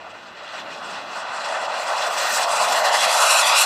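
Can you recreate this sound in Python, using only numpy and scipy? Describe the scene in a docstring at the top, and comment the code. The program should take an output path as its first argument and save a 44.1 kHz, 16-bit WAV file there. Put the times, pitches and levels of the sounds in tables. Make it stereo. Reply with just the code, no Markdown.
"""A faint, distant roar over a low rumble: a model turbine jet flies toward the microphone across an
open airfield and comes in low. As it closes in, the exhaust grows louder and brighter, its hiss
surging in the moving air, with a thin compressor whine on top. The echo off the grass sweeps a comb
through the noise, and surfaces beside the microphone cut steady dips in it."""
import sys
import numpy as np
from scipy import signal
from scipy.fft import rfft, irfft, next_fast_len
from scipy.io import wavfile
from scipy.ndimage import uniform_filter1d, map_coordinates

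SR = 44100
rng = np.random.default_rng(int(sys.argv[2]) if len(sys.argv) > 2 else 0)


def inscribe(sig):
    """Save sig as 16-bit PCM at rate SR to the path in sys.argv[1].

    A 1-D sig is mono; a 2-D sig holds one channel per row.
    Samples are clipped to [-1, 1] before scaling.
    """
    pcm = np.round(np.clip(np.atleast_2d(sig).T, -1, 1) * 32767)
    wavfile.write(sys.argv[1], SR, pcm.astype(np.int16))


N = 160965

# colour of the exhaust (frequency [Hz], relative density [dB])
EXHAUST_SPECTRUM = [(100, -48), (250, -34), (420, -19), (500, -9.5), (580, 0), (720, 0), (1100, -2),
                    (1450, -1.5), (1900, -6), (2700, -6), (4100, -8.5), (6000, -12.5), (8000, -13),
                    (9500, -18), (12600, -24), (13500, -33), (14500, -42)]
# dips from surfaces beside the microphone (frequency [Hz], half-width [Hz], gain [dB])
SURFACE_DIPS = [(1664, 79, -5.5), (2239, 157, -10), (3116, 140, -8), (3690, 108, -11.5), (4505, 90, -7),
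                (5130, 160, -4), (6000, 110, -4), (6610, 100, -6), (6830, 93, -14), (9050, 190, -5),
                (11360, 200, -3)]
# scattered sound against the direct sound (frequency [Hz], level [dB])
SCATTER_SPECTRUM = [(300, -44), (700, -22.5), (2000, -21), (4000, -16.5), (8000, -8), (14000, -23)]
def exhaust():
    """Turbulent jet noise reaches the microphone direct and scattered, through air and over grass."""
    def colour(hz):
        dips_db = sum(db * np.exp(-((hz - centre) / width) ** 2) for centre, width, db in SURFACE_DIPS)
        return amp(along(EXHAUST_SPECTRUM, hz) + dips_db)

    noise = unit(filtered(rng.standard_normal((2, N)), colour))
    frames = dict(nperseg=512, noverlap=384)
    hz, t, spectra = signal.stft(noise, SR, **frames)
    spectra = spectra * amp(approach_db(hz, t)) * ground_comb(hz, t)
    direct, scattered = signal.istft(spectra, SR, **frames)[1][:, :N]
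    side = filtered(scattered, lambda f: amp(along(SCATTER_SPECTRUM, f)))
    return amp(-21) * np.array([direct + side, direct - side])


# the roar at the microphone, from far off to close (time [s], relative level [dB])
ROAR_LEVELS = [(0.0, -37.5), (0.31, -42), (0.52, -35), (0.76, -36.0), (1.2, -31), (1.34, -30),
               (1.57, -24.0), (1.65, -27), (1.78, -25.5), (1.86, -27.5), (1.91, -24), (2.07, -22.5),
               (2.17, -25.0), (2.41, -24), (2.44, -24.5), (2.62, -20.5), (2.85, -18.5), (3.06, -20),
               (3.22, -18), (3.43, -20), (3.46, -22), (3.54, -18.0), (3.59, -23.5), (3.64, -24.5)]
# the rush and the hiss above it (time [s], relative rush level [dB], relative hiss level [dB])
RUSH_HISS_LEVELS = [(0.0, -47.5, -64), (0.1, -50.0, -67), (0.21, -44, -58.5), (0.34, -47, -65),
                    (0.52, -38.5, -54.5), (0.6, -37.5, -51), (0.65, -45.5, -65), (0.73, -37.5, -52),
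                    (0.79, -42, -56.5), (0.92, -34.5, -47.5), (1.05, -41.5, -58.5), (1.18, -37.0, -45),
                    (1.26, -35.5, -55), (1.34, -39, -47.5), (1.41, -34, -43), (1.62, -36, -43),
                    (1.68, -35.5, -48.5), (1.73, -31.5, -46.0), (1.81, -35.5, -40), (1.96, -33.5, -40),
                    (2.02, -27, -38), (2.09, -34, -39), (2.2, -29.0, -33), (2.25, -28.5, -36),
                    (2.36, -28, -26), (2.41, -26.5, -28), (2.46, -32, -38.0), (2.51, -31, -30.5),
                    (2.78, -26.5, -30.5), (2.83, -29.0, -37), (2.85, -23.5, -31.5), (2.91, -27.5, -36),
                    (2.99, -21.5, -28), (3.04, -21.5, -26.5), (3.09, -26.5, -33.5), (3.12, -25.5, -24.5),
                    (3.4, -21, -24), (3.43, -22, -27.5), (3.48, -18.5, -23.5), (3.54, -18, -29),
                    (3.59, -20, -21.0), (3.64, -22.5, -24.0)]
BANDS_HZ = [1020, 3400, 8060, 11800]  # roar, rush, hiss, top of the hiss
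AIR_LOSS_DB_PER_S, AIR_CLEAR_S = 7.5, 3.55  # the top band's loss shrinks as the jet nears
FLUTTER_DB, HISS_FLUTTER_DB, PATCH_DB = 0.7, 1.84, 1.38  # in all bands, extra in the hiss, in patches
def approach_db(hz, t):
    """Gain by frequency and time: the nearer, the louder and brighter; turbulent air makes it flutter."""
    roar, rush, hiss = [relative(db) for db in curves(ROAR_LEVELS, t) + curves(RUSH_HISS_LEVELS, t)]
    flutter = HISS_FLUTTER_DB * wobble(t, rate=55)
    air_loss = AIR_LOSS_DB_PER_S * np.maximum(AIR_CLEAR_S - t, 0)
    levels = np.array([roar, rush + flutter / 2, hiss + flutter, hiss + flutter - air_loss])
    crossfades = np.array([along(list(zip(BANDS_HZ, row)), hz) for row in np.eye(len(BANDS_HZ))])
    patches = rng.standard_normal((len(hz), len(t)))
    patches = uniform_filter1d(patches, size=10, axis=0)
    patches = unit(uniform_filter1d(patches, size=16, axis=1))
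    return crossfades.T @ levels + FLUTTER_DB * wobble(t, rate=32) + PATCH_DB * patches


# bounce off the grass between jet and microphone (time [s], delay [ms], strength [0-1], cutoff [Hz])
GROUND_ECHO = [(0, 0.28, 0.23, 2000), (2.3, 1, 0, 2000), (2.6, 0.69, 0.48, 2200), (2.75, 0.914, 0.18, 2400),
               (2.87, 0.93, .52, 2480), (3.15, 0.82, .3, 2780), (3.24, 0.64, 0.33, 4000),
               (3.31, 0.68, .5, 5970), (3.39, 0.645, 0.6, 7000), (3.45, 0.82, 0.6, 7000),
               (3.52, 0.77, 0.53, 7000), (3.6, 0.67, 0.33, 5960)]
SOFT_GROUND_RAD = 1.45
def ground_comb(hz, t):
    """The echo's delay shifts with the jet's height and distance; the grass swallows its treble."""
    delay_ms, strength, cutoff_hz = curves(GROUND_ECHO, t)
    echo = strength / np.sqrt(1 + (hz[:, None] / cutoff_hz) ** 4)
    lag = 2 * np.pi * hz[:, None] * delay_ms / 1000 + SOFT_GROUND_RAD
    return np.abs(1 + echo * np.exp(-1j * lag)) / np.sqrt(1 + echo ** 2)


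# whine, beamed ahead and lost as the jet turns side-on to the microphone
# (time [s], pitch [Hz], level against the hiss curve [dB])
COMPRESSOR_WHINE = [(0, 12950, -30), (.6, 12830, -22), (1.15, 12700, -22), (1.5, 13900, -29),
                    (1.7, 13950, -23), (2.3, 13900, -12), (2.55, 13450, -25), (2.8, 13000, -12),
                    (3.05, 12950, -28), (3.3, 12800, -45)]
def compressor():
    """A blade tone smeared by turbulence, surging with the hiss."""
    t = np.arange(N) / SR
    pitch, level_db = curves(COMPRESSOR_WHINE, t)
    _, hiss_db = curves(RUSH_HISS_LEVELS, t)
    phase = 2 * np.pi * np.cumsum(pitch) / SR
    tone = unit(wobble(t, rate=260) * np.cos(phase) + wobble(t, rate=260) * np.sin(phase))
    return tone * amp(hiss_db + level_db)


# the jet's balance at the microphone (frequency [Hz], left minus right [dB])
LEFT_RIGHT_BALANCE = [(60, -1), (91, 0.5), (140, -4), (210, -0.5), (320, -5), (490, -1), (750, -2.0),
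                      (1140, -2), (1730, -1.5), (2630, 0), (4000, -2.5), (6090, -0.5), (9280, -2.5),
                      (14100, 1)]
# its phase between the two ports (frequency [Hz], left lead [rad])
LEFT_RIGHT_PHASE = [(0, -0.37), (1640, 0.072), (3010, -0.42), (3530, 0.63), (4390, -0.73), (5170, 0.1),
                    (6630, -1.1), (6890, 0.54), (8350, -1.25), (9130, -0.075), (10600, -0.2), (10900, -2),
                    (11200, -0.0), (14300, -0.0)]
def microphone_ports(hz):
    """The jet reaches the left and right ports with slightly different level and phase."""
    half = np.array([[.5], [-.5]])
    return amp(half * along(LEFT_RIGHT_BALANCE, hz)) * np.exp(1j * half * along(LEFT_RIGHT_PHASE, hz))


# rumble around the microphone (time [s], relative level [dB])
RUMBLE_LEVELS = [(0.0, -56.5), (0.52, -57), (0.63, -51.5), (1.13, -52), (1.23, -56), (1.36, -54.5),
                 (2.04, -58.5), (2.7, -52.5), (3.01, -55.5), (3.09, -53), (3.25, -69), (3.46, -56),
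                 (3.64, -57.5)]
# its colour (frequency [Hz], relative density [dB])
RUMBLE_SPECTRUM = [(40, -47), (80, -26), (120, -8.5), (180, 0.5), (300, -0.5), (500, 0.5), (1000, -6.5),
                   (3000, -13.5), (10000, -36)]
def field_rumble():
    """Wide, low noise from all over the airfield."""
    level_db, = curves(RUMBLE_LEVELS, np.arange(N) / SR)
    mid, side = noise_pair(RUMBLE_SPECTRUM)
    side = side * amp(-1)
    return amp(level_db + 7) * np.array([mid + side, mid - side])


# bass beneath the rumble (frequency [Hz], relative density [dB])
BASS_SPECTRUM = [(20, -14), (45, -12), (70, 2), (110, 4.5), (200, -13), (600, -60)]
BASS_START_DB, BASS_FADE_DB_PER_S, BASS_WOBBLE_DB = -63, 5.5, 2.5
def deep_bass():
    """A faint, uneven bass that fades away, different at each microphone port."""
    t = np.arange(N) / SR
    noise = noise_pair(BASS_SPECTRUM)
    return noise * amp(BASS_START_DB - BASS_FADE_DB_PER_S * t + BASS_WOBBLE_DB * wobble(t, rate=9.1))


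def amp(db):
    """Decibels to gain."""
    return 10 ** (np.asarray(db) / 20)


def unit(x):
    """Scale to rms 1."""
    return x / np.sqrt(np.mean(x ** 2) + 1e-20)


def relative(db):
    """A level curve against its own mean power."""
    return db - 10 * np.log10(np.mean(amp(db) ** 2))


def along(points, hz):
    """Read (frequency, value) points at hz, on a log axis."""
    knots_hz, values = np.transpose(points)
    return np.interp(np.log(hz + 1), np.log(knots_hz + 1), values)


def curves(rows, t):
    """Each column after the time, read at times t."""
    times, *columns = np.transpose(rows)
    return [np.interp(t, times, column) for column in columns]


def wobble(t, rate):
    """A smooth random curve, rate knots a second."""
    return map_coordinates(rng.standard_normal(int(t[-1] * rate) + 4), [t * rate])


def filtered(x, response):
    """Pass x through a complex frequency response."""
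    size = next_fast_len(N + SR // 2)
    hz = np.fft.rfftfreq(size, 1 / SR)
    return irfft(rfft(x, size) * response(hz), size)[..., :N]


def noise_pair(spectrum):
    """Two independent noises of one colour, at rms 1."""
    return unit(filtered(rng.standard_normal((2, N)), lambda hz: amp(along(spectrum, hz))))


def scene():
    """The jet, slightly right of the microphone, over the rumble of the field."""
    jet = filtered(exhaust() + compressor(), microphone_ports)
    return jet + field_rumble() + deep_bass()


def record(dry):
    """The camera at the microphone position keeps nothing above 14.6 kHz."""
    return filtered(dry, lambda hz: hz < 14600)


dry = scene()
out = record(dry)
inscribe(out)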